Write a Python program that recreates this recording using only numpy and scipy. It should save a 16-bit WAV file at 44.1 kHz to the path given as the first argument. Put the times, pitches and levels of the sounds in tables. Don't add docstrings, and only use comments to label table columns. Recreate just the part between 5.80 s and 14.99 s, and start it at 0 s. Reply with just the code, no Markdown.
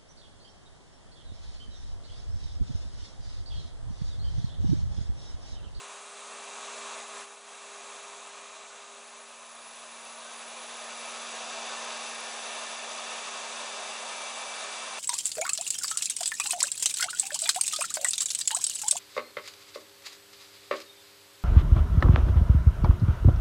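import sys
import numpy as np
from scipy import signal
from scipy.fft import rfft, irfft
from scipy.io import wavfile
from scipy.ndimage import uniform_filter1d

SR = 44100
rng = np.random.default_rng(int(sys.argv[2]) if len(sys.argv) > 2 else 0)


def output_pcm(signal):
    pcm = np.clip(np.atleast_2d(signal).T, -1, 1) * 32767
    wavfile.write(sys.argv[1], SR, np.round(pcm).astype(np.int16))


N = 405279
TIME = np.arange(N) / SR
CUT_BLEND_S = (2.9, 5.9)


# (time [s], level [dB])
RUSH_LEVELS = [(0, -44), (1.1, -40.5), (2.05, -44.5), (3.55, -49), (5.75, -38), (9.19, -38.2)]
# (deepest at [s], fall [s], recovery [s], depth [dB])
RUSH_DIPS = [(0.25, 0.22, 0.6, 3.5), (1.27, 0.07, 0.099, 3.5), (1.465, 0.052, 0.63, 6.5),
             (1.6, 0.076, 0.11, 3.6), (6.35, 0.05, 0.3, 1.3), (7.01, 0.1, 0.15, 1.5)]

def rush_level():
    return curve(RUSH_LEVELS) - bumps(RUSH_DIPS)


# (frequency [Hz], in cut 1 [relative dB], in cut 2 [relative dB])
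AIR_SPECTRUM = [(30, -39, -43), (80, -38.5, -43), (139, -36, -33), (187, -21, -22), (349, -18.5, -19),
                (473, -1.5, -0.5), (605, 1.5, 1.5), (1207, -6, -9.5), (1850, -9.5, -10.5),
                (3840, -7.5, -11), (5260, -15, -13), (7010, -5, -8), (8530, -16, -18.0), (9840, -10.5, -12)]
# (frequency [Hz], width [Hz], boost in cut 1 [dB], boost in cut 2 [dB])
RESONANCES = [(403, 7, -7, 1.5), (451, 25, -9, -14), (483, 24.4, -11, -6.5), (547, 27, -9.5, -13.5),
              (554, 13, 1.5, -3), (602, 19, -6.5, -3), (686, 9.9, -3, -7), (711, 22, -2.5, -2.0),
              (784, 52, -8, -3), (899, 42, -10.5, -6.5), (929, 65, 7.0, 7.5), (970, 29, -9, -7.5),
              (1080, 22, -11, -10), (1073, 115, 9, 9), (1210, 22, 3.5, 2.5), (1246, 217, 4, 5),
              (1567, 22, 0, -3.5), (1634, 97, 4, 6.5), (1772, 19, 2, 8), (2320, 87, 1, 3),
              (2670, 370, 5, 7), (2900, 470, -3.5, -0.5), (3590, 360, -0.5, 6.5), (4540, 260, -4, 0.5),
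              (4820, 140, 0.0, 4.0), (6070, 342, 1.5, 3.5), (6500, 422, -1, -3.5), (7040, 420, -11, -7.5),
              (7810, 102, 4.5, 6), (9320, 250, -3, -4)]

def air_rush(rush_db, boost_db=2.0, eddy_db=0.43, flutter_db=0.35, ripple_db=2.03):
    size, hop = 4096, 512
    hz = np.fft.rfftfreq(size, 1 / SR)
    frame_times = np.arange(N // hop + 9) * hop / SR
    points, modes = np.array(AIR_SPECTRUM), np.array(RESONANCES)
    peaks = 1 / (1 + (2 * (hz - modes[:, :1]) / modes[:, 1:2]) ** 2)
    cuts_db = [np.interp(np.log(hz + 1), np.log(points[:, 0]), points[:, 1 + cut])
               + modes[:, 2 + cut] @ peaks for cut in range(2)]
    ripple = evened(uniform_filter1d(rng.standard_normal(len(hz)), size=2))
    ripple *= np.interp(hz, [600, 1400], [0, 1])
    colour = gain_of(by_cut(*cuts_db, frame_times[:, None]) + ripple_db * ripple)
    colour /= np.linalg.norm(colour, axis=1, keepdims=True)
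    eddies = uniform_filter1d(rng.standard_normal(colour.shape), size=6, axis=0)
    eddies = evened(uniform_filter1d(eddies, size=40, axis=1))
    noise = signal.stft(rng.standard_normal(N + 2 * size), nperseg=size, noverlap=size - hop)[2].T
    shaped = noise[:len(frame_times)] * colour * gain_of(eddy_db * eddies)
    rush = signal.istft(shaped.T, nperseg=size, noverlap=size - hop)[1][:N]
    return evened(rush) * gain_of(rush_db + boost_db + flutter_db * wander(31))


# (loudest at [s], rise [s], fall [s], height [dB])
HISS_SWELLS = [(0.3, 0.28, 0.5, 7.5), (1.58, 0.27, 0.45, 4), (9.19, 3.4, 0.5, 6.5)]
# (deepest at [s], fall [s], recovery [s], depth [dB])
HISS_LULLS = [(0.8, 0.4, 0.4, 4), (2.8, 0.71, 0.57, 6), (5.8, 0.28, 0.49, 9), (7.7, 0.7, 0.51, 8)]

def with_hiss(rush, squeal_lead_db, flutter_db=1.2):
    lower_db = by_cut(-1.5, -2.5) + bumps(HISS_SWELLS)
    upper_db = 11 + 0.42 * squeal_lead_db - bumps(HISS_LULLS)
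    out = rush
    for band_hz, boost_db in [((8050, 9100), lower_db), ((9500, 10800), upper_db)]:
        band = signal.sosfiltfilt(signal.butter(3, band_hz, "band", fs=SR, output="sos"), rush)
        out = out + band * (gain_of(boost_db + flutter_db * wander(45)) - 1)
    return out


# (start [s], end [s], bite time [s], release time [s], speed lost [turns/s])
BITES = [(-0.3, 0.22, 0.1, 0.35, 1.26), (1.351, 3.05, 0.48, 0.1, 0.75), (6.321, 9.3, 0.088, 0.1, 0.55)]

def shaft_sag(creep_hz_per_s=0.19):
    return sum(gate(start, end, bite, release) * (lost_hz + creep_hz_per_s * (TIME - start))
               for start, end, bite, release, lost_hz in BITES)


def shaft_level(rush_db, sag, cuts_db, follow, damping_db):
    blend_s, usual_rush_db = (3.0, 4), -40
    swell_db = follow * (rush_db - usual_rush_db)
    return by_cut(*cuts_db, span=blend_s) + swell_db - by_cut(*damping_db, span=blend_s) * sag ** 2


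TOP_SPEED_HZ = 233.6

def spindle(rush_db, sag, squeal_db):
    turns = np.cumsum(TOP_SPEED_HZ - sag) / SR
    return (shaft_hum(turns, rush_db, sag) + fan(turns, rush_db)
            + bearings(turns, rush_db, squeal_db) + top_speed_whistle(turns, sag))


def shaft_hum(turns, rush_db, sag):
    hum_db = shaft_level(rush_db, sag, cuts_db=(-64.5, -60), follow=0.84, damping_db=(3.5, 5.5))
    hum = tone(turns, hum_db + 0.56 * wander(6))
    wobble = tone(turns / 2, db=-83.5) * gate(start=2.85, end=4.24, rise=1.39, fall=0.22)
    return hum + wobble


def fan(turns, rush_db, blades=10, swell_db=6.3):
    swell = gate(start=8.18, end=TIME[-1], rise=0.2, fall=0.2)
    fan_db = rush_db + by_cut(-23, -20) + swell_db * swell
    return tone(blades * turns + 0.083 * wander(9), fan_db + 1.5 * wander(10))


# (pitch [times the shaft rate], level in cut 1 [dB], level in cut 2 [dB])
BEARING_TONES = [(2, -25, -36), (14.68, -26, -19), (15.67, -32, -23), (20.0, -27, -33), (22.01, -27, -33),
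                 (26.04, -25, -23), (26.32, -29, -21), (26.46, -33, -24), (27.33, -24, -36),
                 (28.32, -28, -26), (28.71, -18, -23), (29.34, -24, -25), (29.5, -24, -31),
                 (29.73, -26, -27), (30.03, -34, -27), (30.33, -28, -31), (31.2, -26, -32),
                 (31.99, -27, -31), (32.61, -19, -30), (34.01, -23, -28), (34.61, -27, -29),
                 (35.83, -30, -36), (35.97, -28, -38), (38.09, -28, -29), (39.02, -28, -31),
                 (40.01, -29, -42), (40.88, -25, -35), (41.6, -25, -28), (42.54, -29, -26),
                 (42.86, -41, -26), (43.0, -28, -26)]

def bearings(turns, rush_db, squeal_db, squeal_multiple=42.393):
    out = tone(squeal_multiple * turns + 0.15 * wander(4.7), squeal_db + 2.6 * wander(27))
    for multiple, first_db, second_db in BEARING_TONES:
        level_db = rush_db + by_cut(first_db, second_db)
        out += tone(multiple * turns + 0.1 * wander(6.5), level_db + wander(5.9))
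    return out


# (frequency [Hz], level before the trim [dB])
WHISTLE_TONES = [(2573, -61), (3505, -71), (6153, -61.5), (6385, -73), (6616, -66), (6853, -69),
                 (6944, -76), (7294, -78), (7617, -74), (7903, -69), (7994, -68), (8086, -69), (8904, -69),
                 (9227, -77), (9717, -71), (9760, -67.5)]

def top_speed_whistle(turns, sag, trim_db=-9.5, silent_at_sag_hz=0.6):
    at_top = np.clip(1 - sag / silent_at_sag_hz, 0, 1)
    return at_top * sum(tone(hz / TOP_SPEED_HZ * turns + 0.045 * wander(3.2), db + trim_db)
                        for hz, db in WHISTLE_TONES)


# (pitch [times the drone's pitch], level in cut 1 [dB], level in cut 2 [dB])
VACUUM_TONES = [(1.16, -29, -35), (2, -20.5, -21), (2.75, -21.5, -26), (6, -21.5, -27)]
# (frequency [Hz], level compared to the rush [dB])
MAINS_HUM = [(100, -54), (200, -44.5)]

def vacuum_motor(rush_db, drone_hz=403.8):
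    turns = drone_hz * TIME + 0.045 * wander(3)
    drone_db = rush_db + by_cut(-15, -24.5, span=(3.46, 3.75))
    out = tone(turns, drone_db + 1.3 * wander(4.7))
    for multiple, first_db, second_db in VACUUM_TONES:
        out += tone(multiple * turns, rush_db + by_cut(first_db, second_db) + 2.1 * wander(3.2))
    return out + sum(tone(hz * TIME, rush_db + db) for hz, db in MAINS_HUM)


# (start [s], length [s], start pitch [Hz], end pitch [Hz], peak level [dB])
STEPPER_GLIDES = [(1.3, 0.15, 1235, 1280, -60), (4.435, .09, 1490, 1580, -51.5),
                  (5.285, 0.14, 1320, 1280, -51.5), (5.686, 0.16, 682, 664, -47.5),
                  (5.873, 0.083, 1574, 1450, -47.5), (5.897, .07, 1130, 1120, -44.5)]

def steppers():
    out = np.zeros(N)
    for start, length, start_hz, end_hz, db in STEPPER_GLIDES:
        progress = np.clip((TIME - start) / length, 0, 1)
        turns = np.cumsum(start_hz + (end_hz - start_hz) * progress) / SR
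        out += tone(turns + 0.08 * wander(50), db) * np.sin(np.pi * progress)
    return out


def tone(turns, db):
    angle = 2 * np.pi * (turns - np.floor(turns) + rng.random())
    return np.sin(angle.astype(np.float32)) * gain_of(db) * np.sqrt(2)


def wander(rate_hz, size=2048):
    hz = np.fft.rfftfreq(size, N / SR / size)
    slow = irfft(rfft(rng.standard_normal(size)) / (1 + (hz / rate_hz) ** 4))
    return np.interp(np.arange(N), np.linspace(0, N, size), evened(slow))


def by_cut(first, second, t=TIME, span=CUT_BLEND_S):
    return first + (second - first) * np.interp(t, span, [0, 1])


def gate(start, end, rise, fall):
    rising = (TIME - start) / max(rise, .001)
    falling = 1 - (TIME - end) / max(fall, .001)
    return np.clip(np.minimum(rising, falling), 0, 1)


def bumps(rows):
    return sum(height * gate(peak - rise, peak, rise, fall) for peak, rise, fall, height in rows)


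def curve(rows):
    return np.interp(TIME, *np.transpose(rows))


def gain_of(db):
    return np.exp(np.asarray(db, np.float32) * np.float32(np.log(10) / 20))


def evened(x):
    return x / np.sqrt(np.mean(x ** 2) + 1e-20)


def scene():
    rush_db, sag = rush_level(), shaft_sag()
    squeal_db = shaft_level(rush_db, sag, cuts_db=(-65, -57), follow=0.25, damping_db=(1.5, 5))
    air = with_hiss(air_rush(rush_db), squeal_db - rush_db)
    mix = air + spindle(rush_db, sag, squeal_db) + vacuum_motor(rush_db) + steppers()
    return np.tile(mix, (2, 1))


def record(dry):
    cutoff_hz = 10070
    lowpass = signal.firwin(1023, cutoff_hz, window=("kaiser", 9), fs=SR)
    return signal.oaconvolve(dry, lowpass[None], "same")


dry = scene()
out = record(dry)
output_pcm(out)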